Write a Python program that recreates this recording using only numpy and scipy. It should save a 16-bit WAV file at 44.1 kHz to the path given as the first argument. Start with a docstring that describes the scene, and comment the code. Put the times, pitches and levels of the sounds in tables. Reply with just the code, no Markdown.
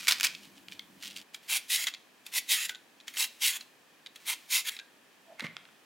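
"""Scissors crunch twice through green onions over a low drone, and the leaves rustle into a colander.
Snipping and drone break off together. A carrot then makes four strokes over a plastic julienne slicer:
it taps the plate, rasps wetly back and forth as its cells burst on the teeth, and glides on, while the
slicer chatters. At the end the slicer bumps against the colander. A faint hiss fills the small kitchen."""
import sys
import numpy as np
from scipy import signal
from scipy.fft import rfft, irfft
from scipy.io import wavfile
from scipy.ndimage import uniform_filter1d

SR = 44100
rng = np.random.default_rng(int(sys.argv[2]) if len(sys.argv) > 2 else 0)


def dump_mix(stems):
    """Bounce the given channels to the path in sys.argv[1] as a 16-bit WAV at rate SR."""
    frames = np.atleast_2d(stems).T  # one column per channel
    limited = np.clip(frames, -1, 1)  # hard clip at full scale
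    pcm = np.round(limited * 32767).astype(np.int16)
    wavfile.write(sys.argv[1], SR, pcm)


N = 257984
T = np.arange(N) / SR


def undb(db):
    """Turn decibels into a number to multiply by."""
    return 10 ** (np.asarray(db) / 20)


def unit(x):
    """Scale a sound to an average (rms) level of 1."""
    return x / np.sqrt(np.mean(x ** 2))


def unit_attack(x):
    """Scale a hit so that its first 6 ms have an average (rms) level of 1."""
    return x / np.sqrt(np.mean(x[:int(.006 * SR)] ** 2))


def add(track, start_s, sound):
    """Mix a sound into the track."""
    i = max(int(start_s * SR), 0)
    track[i:i + len(sound)] += sound[:N - i]


def envelope(events, rise_db_per_s, sag_db_per_s, fall_db_per_s):
    """Loudness curve for rows of start_s, length_s, level_db: each rises, sags and fades away."""
    gain = np.zeros(N)
    for s, length, db in events:
        edges = rise_db_per_s * np.maximum(s - T, 0) + fall_db_per_s * np.maximum(T - s - length, 0)
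        gain = np.maximum(gain, undb(db - edges - sag_db_per_s * np.clip(T - s, 0, length)))
    return gain


def colour(x, tone):
    """Make some pitches louder and others softer, following rows of pitch_hz, level_db."""
    hz, db = np.transpose(tone)
    grid = np.fft.rfftfreq(4096, 1 / SR)
    cepstrum = irfft(np.log(undb(np.interp(np.log(grid + 1), np.log(hz), db))))
    half = len(cepstrum) // 2
    folded = np.r_[cepstrum[0], 2 * cepstrum[1:half], np.zeros(half)]  # so nothing sounds before a hit
    return signal.fftconvolve(x, irfft(np.exp(rfft(folded)))[:half])[:len(x)]


def ring(x, rings):
    """Let a sound ring at rows of pitch_hz, width_hz, level_db; narrow rings last longer."""
    return sum(undb(db) * signal.lfilter(*signal.iirpeak(hz, hz / width, SR), x)
               for hz, width, db in rings)


def cracks(per_s, spread_db, size=N):
    """Tiny cracks at random moments, some stronger than others."""
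    hit = rng.random(size) < per_s / SR
    return hit * rng.choice([-1, 1], size) * undb(spread_db * np.clip(rng.standard_normal(size), -2, 2))


def burst(decay_s, size=4096):
    """One touch: many tiny impacts that build up and die away."""
    age = T[:size] / decay_s
    return cracks(24000, 0.48, size) * np.exp(-age) * (1 - np.exp(-2 * age))


def hits(table, tone, body, decay_s, body_db, upper_db, upper_width_hz, lower_db, lower_width_hz):
    """A hit shakes the whole object; where it lands picks two rings, and its hardness sets the treble."""
    out = np.zeros(N)
    bands = [signal.butter(4, 6000, kind, fs=SR, output="sos") for kind in ("low", "high")]
    for s, db, upper_hz, lower_hz, treble_db in table:
        push = colour(burst(decay_s), tone)
        rings = [(upper_hz, upper_width_hz, upper_db), (lower_hz, lower_width_hz, lower_db)]
        sound = push + undb(body_db) * ring(push, body) + ring(push, rings)
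        low, high = (unit_attack(signal.sosfilt(band, sound)) for band in bands)
        add(out, s, undb(db) * (low + undb(treble_db) * high))
    return out


def bounces(hit, gap_s, shrink, loss_db, count):
    """Rows for a hit and its ever weaker rebounds; each gap is shrink times the one before."""
    s, db, *tone = hit
    lags = np.r_[0, np.cumsum(gap_s * shrink ** np.arange(count - 1))]
    return [(s + lag, db - loss_db * np.sqrt(k), *tone) for k, lag in enumerate(lags)]


# the tone of breaking onion stalks: pitch_hz, level_db
STALK_TONE = [(200, -49), (555, -21), (1120, -8.5), (2300, 1), (5250, -0.5), (6740, -4.5), (16000, -14)]
# how the blades ring: pitch_hz, width_hz, level_db
BLADE_RINGS = [(1460, 50, 10), (2470, 160, 19.8)]
# single stalks snapping: start_s, level_db, decay_s
STALK_SNAPS = [(0.0710, -29, .0012), (0.1094, -25, .0016), (0.1224, -21, 0.00018), (.199, -33, 0.0011),
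               (0.2090, -27, 0.00094), (.231, -27.5, 0.00072), (0.2472, -23, 0.00031),
               (.268, -28.5, 0.0016), (1.032, -44, .003)]
# the blades closing through the bunch: start_s, length_s, tear_db, crush_db
SCISSOR_CUTS = [(0.0801, 0.048, -18.5, -28.5), (.237, 0.018, -27.5, -25)]
def scissors(tear_decay_s=0.0069, squeeze_s=0.083, squeeze_db=-44):
    """Each cut squeezes, tears and crushes the bunch while single stalks snap; the blades ring along."""
    snaps = np.zeros(N)
    tears = [(s, db, tear_decay_s) for s, _, db, _ in SCISSOR_CUTS]
    for s, db, decay_s in STALK_SNAPS + tears:
        add(snaps, s, undb(db) * unit_attack(colour(burst(decay_s), STALK_TONE)))
    squeezes = [(s - squeeze_s, squeeze_s, squeeze_db) for s, *_ in SCISSOR_CUTS]
    creak = unit(colour(cracks(1500, 2.9), STALK_TONE))
    creak *= envelope(squeezes, rise_db_per_s=804, sag_db_per_s=24, fall_db_per_s=83)
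    closings = [(s, length, db) for s, length, _, db in SCISSOR_CUTS]
    crush = unit(colour(cracks(3000, 4.1), STALK_TONE))
    crush *= envelope(closings, rise_db_per_s=3000, sag_db_per_s=25, fall_db_per_s=700)
    cut = snaps + creak + crush
    return cut + undb(-20) * ring(cut, BLADE_RINGS)


# the tone of the low drone: pitch_hz, level_db
DRONE_TONE = [(25, -16), (140, -2.5), (195, 8.5), (238, -0.5), (280, 8), (420, -9.5), (3000, -20)]
def drone():
    """A low, steady rush of noise behind the snipping."""
    return room_noise(DRONE_TONE, level_db=-61.5, side_db=-11.5)


# the tone of the room's hiss: pitch_hz, level_db
HISS_TONE = [(30, -41), (109, -14), (260, -1.5), (500, -6), (1000, -7), (1400, -10), (3100, -13),
             (4910, -16), (16000, -24)]
# faint whistles in the hiss: pitch_hz, width_hz, level_db
HISS_WHISTLES = [(1752, 180, 2), (2480, 220, 0), (3140, 250, -4)]
def hiss():
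    """A soft hiss fills the room, with a faint whistle at three pitches."""
    whistle = sum(ring(rng.standard_normal(N) + rng.standard_normal((2, N)), [row])
                  for row in HISS_WHISTLES)
    return room_noise(HISS_TONE, level_db=-63, side_db=-5.5) + undb(-67) * unit(whistle)


def room_noise(tone, level_db, side_db):
    """Steady, slightly wavering noise; side_db sets how much left and right differ."""
    middle, side = (unit(colour(rng.standard_normal(N), tone)) for _ in range(2))
    waver = unit(uniform_filter1d(rng.standard_normal(N), size=4000))
    return undb(level_db + 0.14 * waver) * (middle + undb(side_db) * side * np.array([[1], [-1]]))


# the tone of a light hit, on the blades or the slicer: pitch_hz, level_db
HIT_TONE = [(200, -29), (900, -10), (1600, -3), (3800, -0.5), (6800, -6), (16000, -14)]
# the scissor blades ticking: start_s, level_db, upper_ring_hz, lower_ring_hz
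BLADE_TICKS = [(.349, -40, 3400, 2580), (0.683, -43.5, 3040, 2450), (.721, -42, 3050, 2380),
               (.793, -38, 3300, 2150)]
def blade_ticks(treble_db=-15.5):
    """The blades touch lightly and ring for a moment."""
    ticks = [(*tick, treble_db) for tick in BLADE_TICKS]
    return hits(ticks, HIT_TONE, BLADE_RINGS, decay_s=0.0017, body_db=-24,
                upper_db=16, upper_width_hz=330, lower_db=19.5, lower_width_hz=80)


# the tone of rustling leaves: pitch_hz, level_db
LEAF_TONE = [(500, -33), (1350, -12), (3000, 3.5), (14000, -15)]
# cut leaves sliding: start_s, length_s, level_db
LEAF_RUSTLES = [(.43, 0.022, -52), (.56, 0.026, -58.5), (.715, 0.016, -51), (1.03, 0.082, -42),
                (1.166, 0.032, -45.5)]
def leaves():
    """Cut leaves brush each other in a crackle that catches and lets go every few milliseconds."""
    grip = undb(3.5 * unit(uniform_filter1d(rng.standard_normal(N), size=220)))
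    crackle = unit(colour(cracks(1300, 2.3) * grip, LEAF_TONE))
    return crackle * envelope(LEAF_RUSTLES, rise_db_per_s=658, sag_db_per_s=78, fall_db_per_s=296)


# how the slicer's plastic plate rings: pitch_hz, width_hz, level_db
PLATE_RINGS = [(2080, 126, -2), (2440, 14, -7), (2673, 25, -0.5), (3226, 154, -1.5), (3865, 75, -1.5),
               (6890, 480, -2), (10700, 2300, -3.5)]
# the carrot tapping the slicer: start_s, level_db, upper_ring_hz, lower_ring_hz, treble_db
CARROT_TAPS = [(1.3444, -38.5, 3270, 2300, -7.5), (1.8686, -27, 3400, 2170, -11.5),
               (1.875, -34, 3370, 2000, -13), (1.882, -33, 3450, 1920, -11),
               (2.264, -43.5, 3670, 2570, -1.5), (2.693, -31, 3500, 2050, -11.5),
               (3.079, -37.5, 3280, 2150, -9), (3.169, -33.5, 3080, 2200, -16),
               (3.608, -41.5, 4100, 2400, -13), (4.158, -46.5, 3400, 2300, -7.5),
               (4.765, -42, 3700, 2600, -15)]
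def carrot_taps():
    """The carrot taps the plate and makes it ring."""
    return hits(CARROT_TAPS, HIT_TONE, PLATE_RINGS, decay_s=0.0032, body_db=7.5,
                upper_db=11.5, upper_width_hz=240, lower_db=11, lower_width_hz=200)


# the tone of carrot rubbing on plastic: pitch_hz, level_db
RUB_TONE = [(300, -32.5), (1000, -18.5), (1500, -6), (2100, -0.5), (3700, -2.5), (11000, -11.5),
            (16000, -11.5)]
def carrot_rubs(catch_s=0.013, slide_lead_s=0.068, slide_db=-59):
    """The carrot scuffs at each tap, catches on the teeth before each pull and slides until the push."""
    # a scuff is 14.5 dB softer than its tap, a catch 11.5 dB softer than the start of its pull
    scuffs = [(s - catch_s / 2, 2 * catch_s, db - 14.5) for s, db, *_ in CARROT_TAPS]
    catches = [(s - catch_s, catch_s, db - swell_db - 11.5) for s, _, db, _, swell_db in CARROT_PULLS]
    slides = [(pull[0] - slide_lead_s, push[0] - pull[0] + slide_lead_s, slide_db)
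              for pull, push in zip(CARROT_PULLS, CARROT_PUSHES)]
    brief = envelope(catches + scuffs, rise_db_per_s=2500, sag_db_per_s=31, fall_db_per_s=902)
    steady = envelope(slides, rise_db_per_s=700, sag_db_per_s=4, fall_db_per_s=400)
    return unit(colour(cracks(4800, 1.8), RUB_TONE)) * (brief + steady)


def rasps(table, tone, cells_per_s, spread_db, judder_db, fibre_db, body_db, hollow_db, blur_db,
          rise_db_per_s, fall_db_per_s):
    """Carrot cells burst by the thousand and a few fibres snap; the cut judders and the plate rings."""
    out = np.zeros(N)
    size, lead_s = 16384, .08
    t = T[:size] - lead_s
    for s, length, db, peak_s, swell_db in table:
        judder = undb(judder_db * unit(uniform_filter1d(rng.standard_normal(size), size=130)))
        cells = unit(colour(cracks(cells_per_s, spread_db, size) * judder, tone))
        fibres = unit(colour(cracks(200, 2.9, size), FIBRE_TONE))
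        crunch = cells + undb(fibre_db) * fibres
        travel = np.pi / 2 * np.clip(t / length, 0, 1)  # the plate's tone shifts as the carrot moves
        blur = np.cos(travel) * plate_blur(crunch) + np.sin(travel) * plate_blur(crunch)
        crunch += undb(blur_db) * blur
        tuning = 1 + 0.029 * rng.uniform(-1.07, 1)  # the hand presses differently on each stroke
        body = ring(crunch, [(hz * tuning, width, ring_db) for hz, width, ring_db in PLATE_RINGS])
        # the hollow under the plate rings at 930 Hz, a little more with each stroke
        hollow = ring(crunch, [(930, 210, hollow_db + 3 * (s - table[0][0]))])
        sound = unit(crunch + undb(body_db) * body + hollow)
        # the sound swells up to its peak, then drops as the carrot moves on
        dip_db = swell_db * np.interp(t, [0, np.clip(peak_s - s, 0, length), length], [1, 0, 1]) ** 1.85
        fade_db = rise_db_per_s * np.maximum(-t, 0) + fall_db_per_s * np.maximum(t - length, 0)
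        add(out, s - lead_s, sound * undb(db - dip_db - fade_db))
    return out


def plate_blur(x):
    """The plate's many short, overlapping rings act like a few milliseconds of fading noise."""
    tail = rng.standard_normal(1024) * np.exp(-T[:1024] / .003)
    return signal.fftconvolve(x, tail / np.linalg.norm(tail))[:len(x)]


# the tone of carrot on the teeth: pitch_hz, level_db
RASP_TONE = [(250, -66), (600, -29), (1100, -23.5), (1650, -11.5), (2000, -0.5), (3800, 0.5), (5500, -3),
             (10000, -5), (16000, -7.5)]
# the carrot pulled back: start_s, length_s, peak_db, peak_at_s, swell_db
CARROT_PULLS = [(1.5, 0.077, -27.5, 1.57, 3), (2.338, 0.059, -25.5, 2.38, 11),
                (3.173, 0.079, -26, 3.212, 8.5), (4.271, 0.066, -28, 4.3, 9.5)]
def carrot_pulls():
    """Pulled back over the teeth, the carrot rasps roughly and the hollow under the plate rings most."""
    return rasps(CARROT_PULLS, RASP_TONE, cells_per_s=14000, spread_db=2.5, judder_db=1.6, fibre_db=-12,
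                 body_db=0, hollow_db=11.5, blur_db=-5.5, rise_db_per_s=1500, fall_db_per_s=803)


# the carrot pushed forward: start_s, length_s, peak_db, peak_at_s, swell_db
CARROT_PUSHES = [(1.703, 0.062, -25, 1.8, 4.5), (2.494, 0.071, -23, 2.525, 8),
                 (3.421, 0.086, -24.5, 3.458, 5.5), (4.508, 0.094, -23.5, 4.541, 9)]
def carrot_pushes():
    """Pushed through the teeth, the carrot is cut with a smoother, wet rasp."""
    return rasps(CARROT_PUSHES, RASP_TONE, cells_per_s=14000, spread_db=1, judder_db=1.15, fibre_db=-11.5,
                 body_db=-1.5, hollow_db=0.5, blur_db=-8.5, rise_db_per_s=1200, fall_db_per_s=739)


# the tone of snapping carrot fibres: pitch_hz, level_db
FIBRE_TONE = [(600, -30.5), (1400, -15), (2300, -5), (4000, 1), (7000, -5), (16000, -21)]
# strips of carrot splitting off: start_s, level_db
CARROT_SPLITS = [(1.7195, -33), (2.5195, -27), (3.2072, -29), (3.475, -31)]
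def carrot_splits():
    """Now and then a strip splits off with a crisp crack."""
    out = np.zeros(N)
    for s, db in CARROT_SPLITS:
        add(out, s, undb(db) * unit_attack(colour(burst(0.0003), FIBRE_TONE)))
    return out


# the carrot gliding on after the pushes, plus one short slide just before the third pull: start_s, length_s,
# peak_db, peak_at_s (held inside the glide), swell_db
CARROT_GLIDES = [(1.772, 0.072, -32, 1.9, 3), (2.568, 0.092, -32.5, 2.8, 1), (3.139, 0.025, -46, 2.7, 7),
                 (3.512, 0.059, -36.5, 4.1, 3), (4.654, 0.042, -31.5, 4.93, 9),
                 (4.705, 0.046, -45, 4.715, 4.5)]
def carrot_glides():
    """The carrot glides over the plate with a softer rub and hardly any snapping."""
    return rasps(CARROT_GLIDES, RUB_TONE, cells_per_s=9000, spread_db=2.5, judder_db=1.2, fibre_db=-31,
                 body_db=3.5, hollow_db=-25, blur_db=-4, rise_db_per_s=1100, fall_db_per_s=950)


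# the slicer rocking on its rest: start_s, level_db
SLICER_CHATTERS = [(1.938, -38.5), (2.747, -43), (3.001, -52), (4.061, -42), (4.789, -40)]
def slicer_chatter(upper_hz=3680, lower_hz=2380, treble_db=-21.5):
    """As the load on it changes, the slicer rocks with a quick double click."""
    clicks = []
    for s, db in SLICER_CHATTERS:
        clicks += bounces((s, db, upper_hz, lower_hz, treble_db), gap_s=0.0075, shrink=1, loss_db=2.5,
                          count=2)
    return hits(clicks, HIT_TONE, PLATE_RINGS, decay_s=0.0024, body_db=8,
                upper_db=9, upper_width_hz=540, lower_db=5, lower_width_hz=200)


# the plate springing back as its load lifts: start_s, level_db, pitch_hz
PLATE_SPRINGS = [(2.705, -45.5, 1490), (4.797, -48, 1580)]
def plate_springs(beat_hz=54.3, decay_s=0.031):
    """Let go, the plate rings briefly at two close pitches that flutter against each other."""
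    out = np.zeros(N)
    t = T[:SR // 4]
    for s, db, hz in PLATE_SPRINGS:
        lower = np.sin(2 * np.pi * hz * t)
        upper = undb(-3) * np.sin(2 * np.pi * ((hz + beat_hz) * t + rng.random()))
        add(out, s, undb(db) * (lower + upper) * np.exp(-t / decay_s))
    return out


# plastic squeaking: start_s, length_s, level_db
PLASTIC_SQUEAKS = [(5.28, 0.016, -59), (5.311, 0.015, -52.5)]
# the tone of the colander: pitch_hz, level_db
COLANDER_TONE = [(200, -13), (700, 3), (1400, 12), (2400, 8), (4000, 4), (8000, -6.5), (16000, -19)]
# the slicer knocking on the colander: start_s, level_db, upper_ring_hz, lower_ring_hz, treble_db
COLANDER_KNOCKS = [(5.396, -39, 2450, 1950, -11.5), (5.406, -38, 3730, 2250, -12),
                   (5.448, -40.5, 2760, 2110, -24), (5.458, -45, 2140, 2050, -28),
                   (5.467, -40.5, 2100, 1250, -30), (5.567, -38.5, 3070, 1490, -21)]
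# plastic scraping on the rim: start_s, length_s, level_db
RIM_SCRAPES = [(5.398, 0.0071, -40.5), (5.44, 0.023, -42.5)]
# how the counter rings: pitch_hz, width_hz, level_db
COUNTER_RINGS = [(170, 53, 6), (239, 50, 8.5), (510, 180, 1), (806, 200, -4.5), (1200, 200, -7)]
# soft blows that reach the counter: start_s, level_db
COUNTER_THUDS = [(5.419, -46.5), (5.441, -39)]
def colander_bump():
    """The slicer squeaks, knocks and scrapes on the colander, thuds through to the counter and settles."""
    squeak = unit(ring(ring(rng.standard_normal(N), [(676, 94, 0)]), [(690, 320, 0)]))
    squeak *= envelope(PLASTIC_SQUEAKS, rise_db_per_s=603, sag_db_per_s=15, fall_db_per_s=500)
    thuds = np.zeros(N)
    for s, db in COUNTER_THUDS:
        add(thuds, s, undb(db) * unit_attack(ring(burst(0.007), COUNTER_RINGS)))
    rim = [(2090, 150, 3)]
    grit = colour(cracks(4500, 1.7), COLANDER_TONE)
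    scrape = unit(grit + undb(13) * ring(grit, rim))
    scrape *= envelope(RIM_SCRAPES, rise_db_per_s=1500, sag_db_per_s=15, fall_db_per_s=650)
    settling = bounces(COLANDER_KNOCKS[-1], gap_s=.086, shrink=0.41, loss_db=14.5, count=3)
    knocks = hits(COLANDER_KNOCKS[:-1] + settling, COLANDER_TONE, rim, decay_s=.0007, body_db=-18,
                  upper_db=13, upper_width_hz=650, lower_db=7, lower_width_hz=220)
    return squeak + knocks + scrape + thuds


def even(x, size):
    """Smooth out a noise so that no pitch sticks out of it."""
    for _ in range(3):
        frames = signal.stft(x, nperseg=size)[2]
        x = signal.istft(np.exp(1j * np.angle(frames)), nperseg=size)[1][..., :x.shape[-1]]
    return unit(x)


def kitchen(x, pan_db, echo_db, fade_s, treble_fade_s):
    """Place a sound (pan_db is left minus right) and add the echoes from counter and cupboards."""
    near_echo = np.roll(ring(x, [(8700, 3200, -17)]), 17)  # makes the treble differ between the ears
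    sides = np.array([[1], [-1]])
    direct = (x + near_echo * sides) * undb(pan_db * sides / 2)
    t = T[:SR // 2]
    shared, left, right = even(rng.standard_normal((3, len(t))), size=1024)
    noise = 2.2 * shared + np.array([left, right])
    low = signal.sosfilt(signal.butter(2, 4000, fs=SR, output="sos"), noise)
    high = signal.sosfilt(signal.butter(2, 4000, "high", fs=SR, output="sos"), noise)
    # each band drops by 60 dB over its fade time
    tail = low * undb(-60 * t / fade_s) - undb(-12.5) * high * undb(-60 * t / treble_fade_s)
    tail = unit(tail * (1 - np.exp(-t / .004))) / np.sqrt(len(t))
    return direct + undb(echo_db) * signal.fftconvolve(x[None], tail, axes=1)[:, :N]


def scene():
    """Snipping over a low drone breaks off; then slicing and a last bump, all close to the microphone."""
    snipping = scissors() + blade_ticks() + leaves()
    slicing = carrot_pulls() + carrot_pushes() + carrot_glides() + carrot_rubs() + carrot_splits()
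    slicing += carrot_taps() + slicer_chatter() + plate_springs()
    bumping = colander_bump()
    snipping = kitchen(snipping, pan_db=-0.58, echo_db=-15.5, fade_s=0.32, treble_fade_s=0.21) + drone()
    slicing = kitchen(slicing, pan_db=-0.32, echo_db=-18, fade_s=0.31, treble_fade_s=0.45)
    bumping = kitchen(bumping, pan_db=-2.6, echo_db=-14.5, fade_s=0.52, treble_fade_s=0.15)
    break_off = np.clip((1.235 - T) / 0.0056, 0, 1)  # snipping and drone stop at 1.235 s
    return snipping * break_off + slicing + bumping + hiss()


def record(dry):
    """The microphone thins the deep bass and cuts the highest treble steeply."""
    thin = signal.sosfilt(signal.butter(2, 75, "high", fs=SR, output="sos"), dry)
    return signal.sosfilt(signal.ellip(10, .2, 70, 15900, fs=SR, output="sos"), thin)


dry = scene()
out = record(dry)
dump_mix(out)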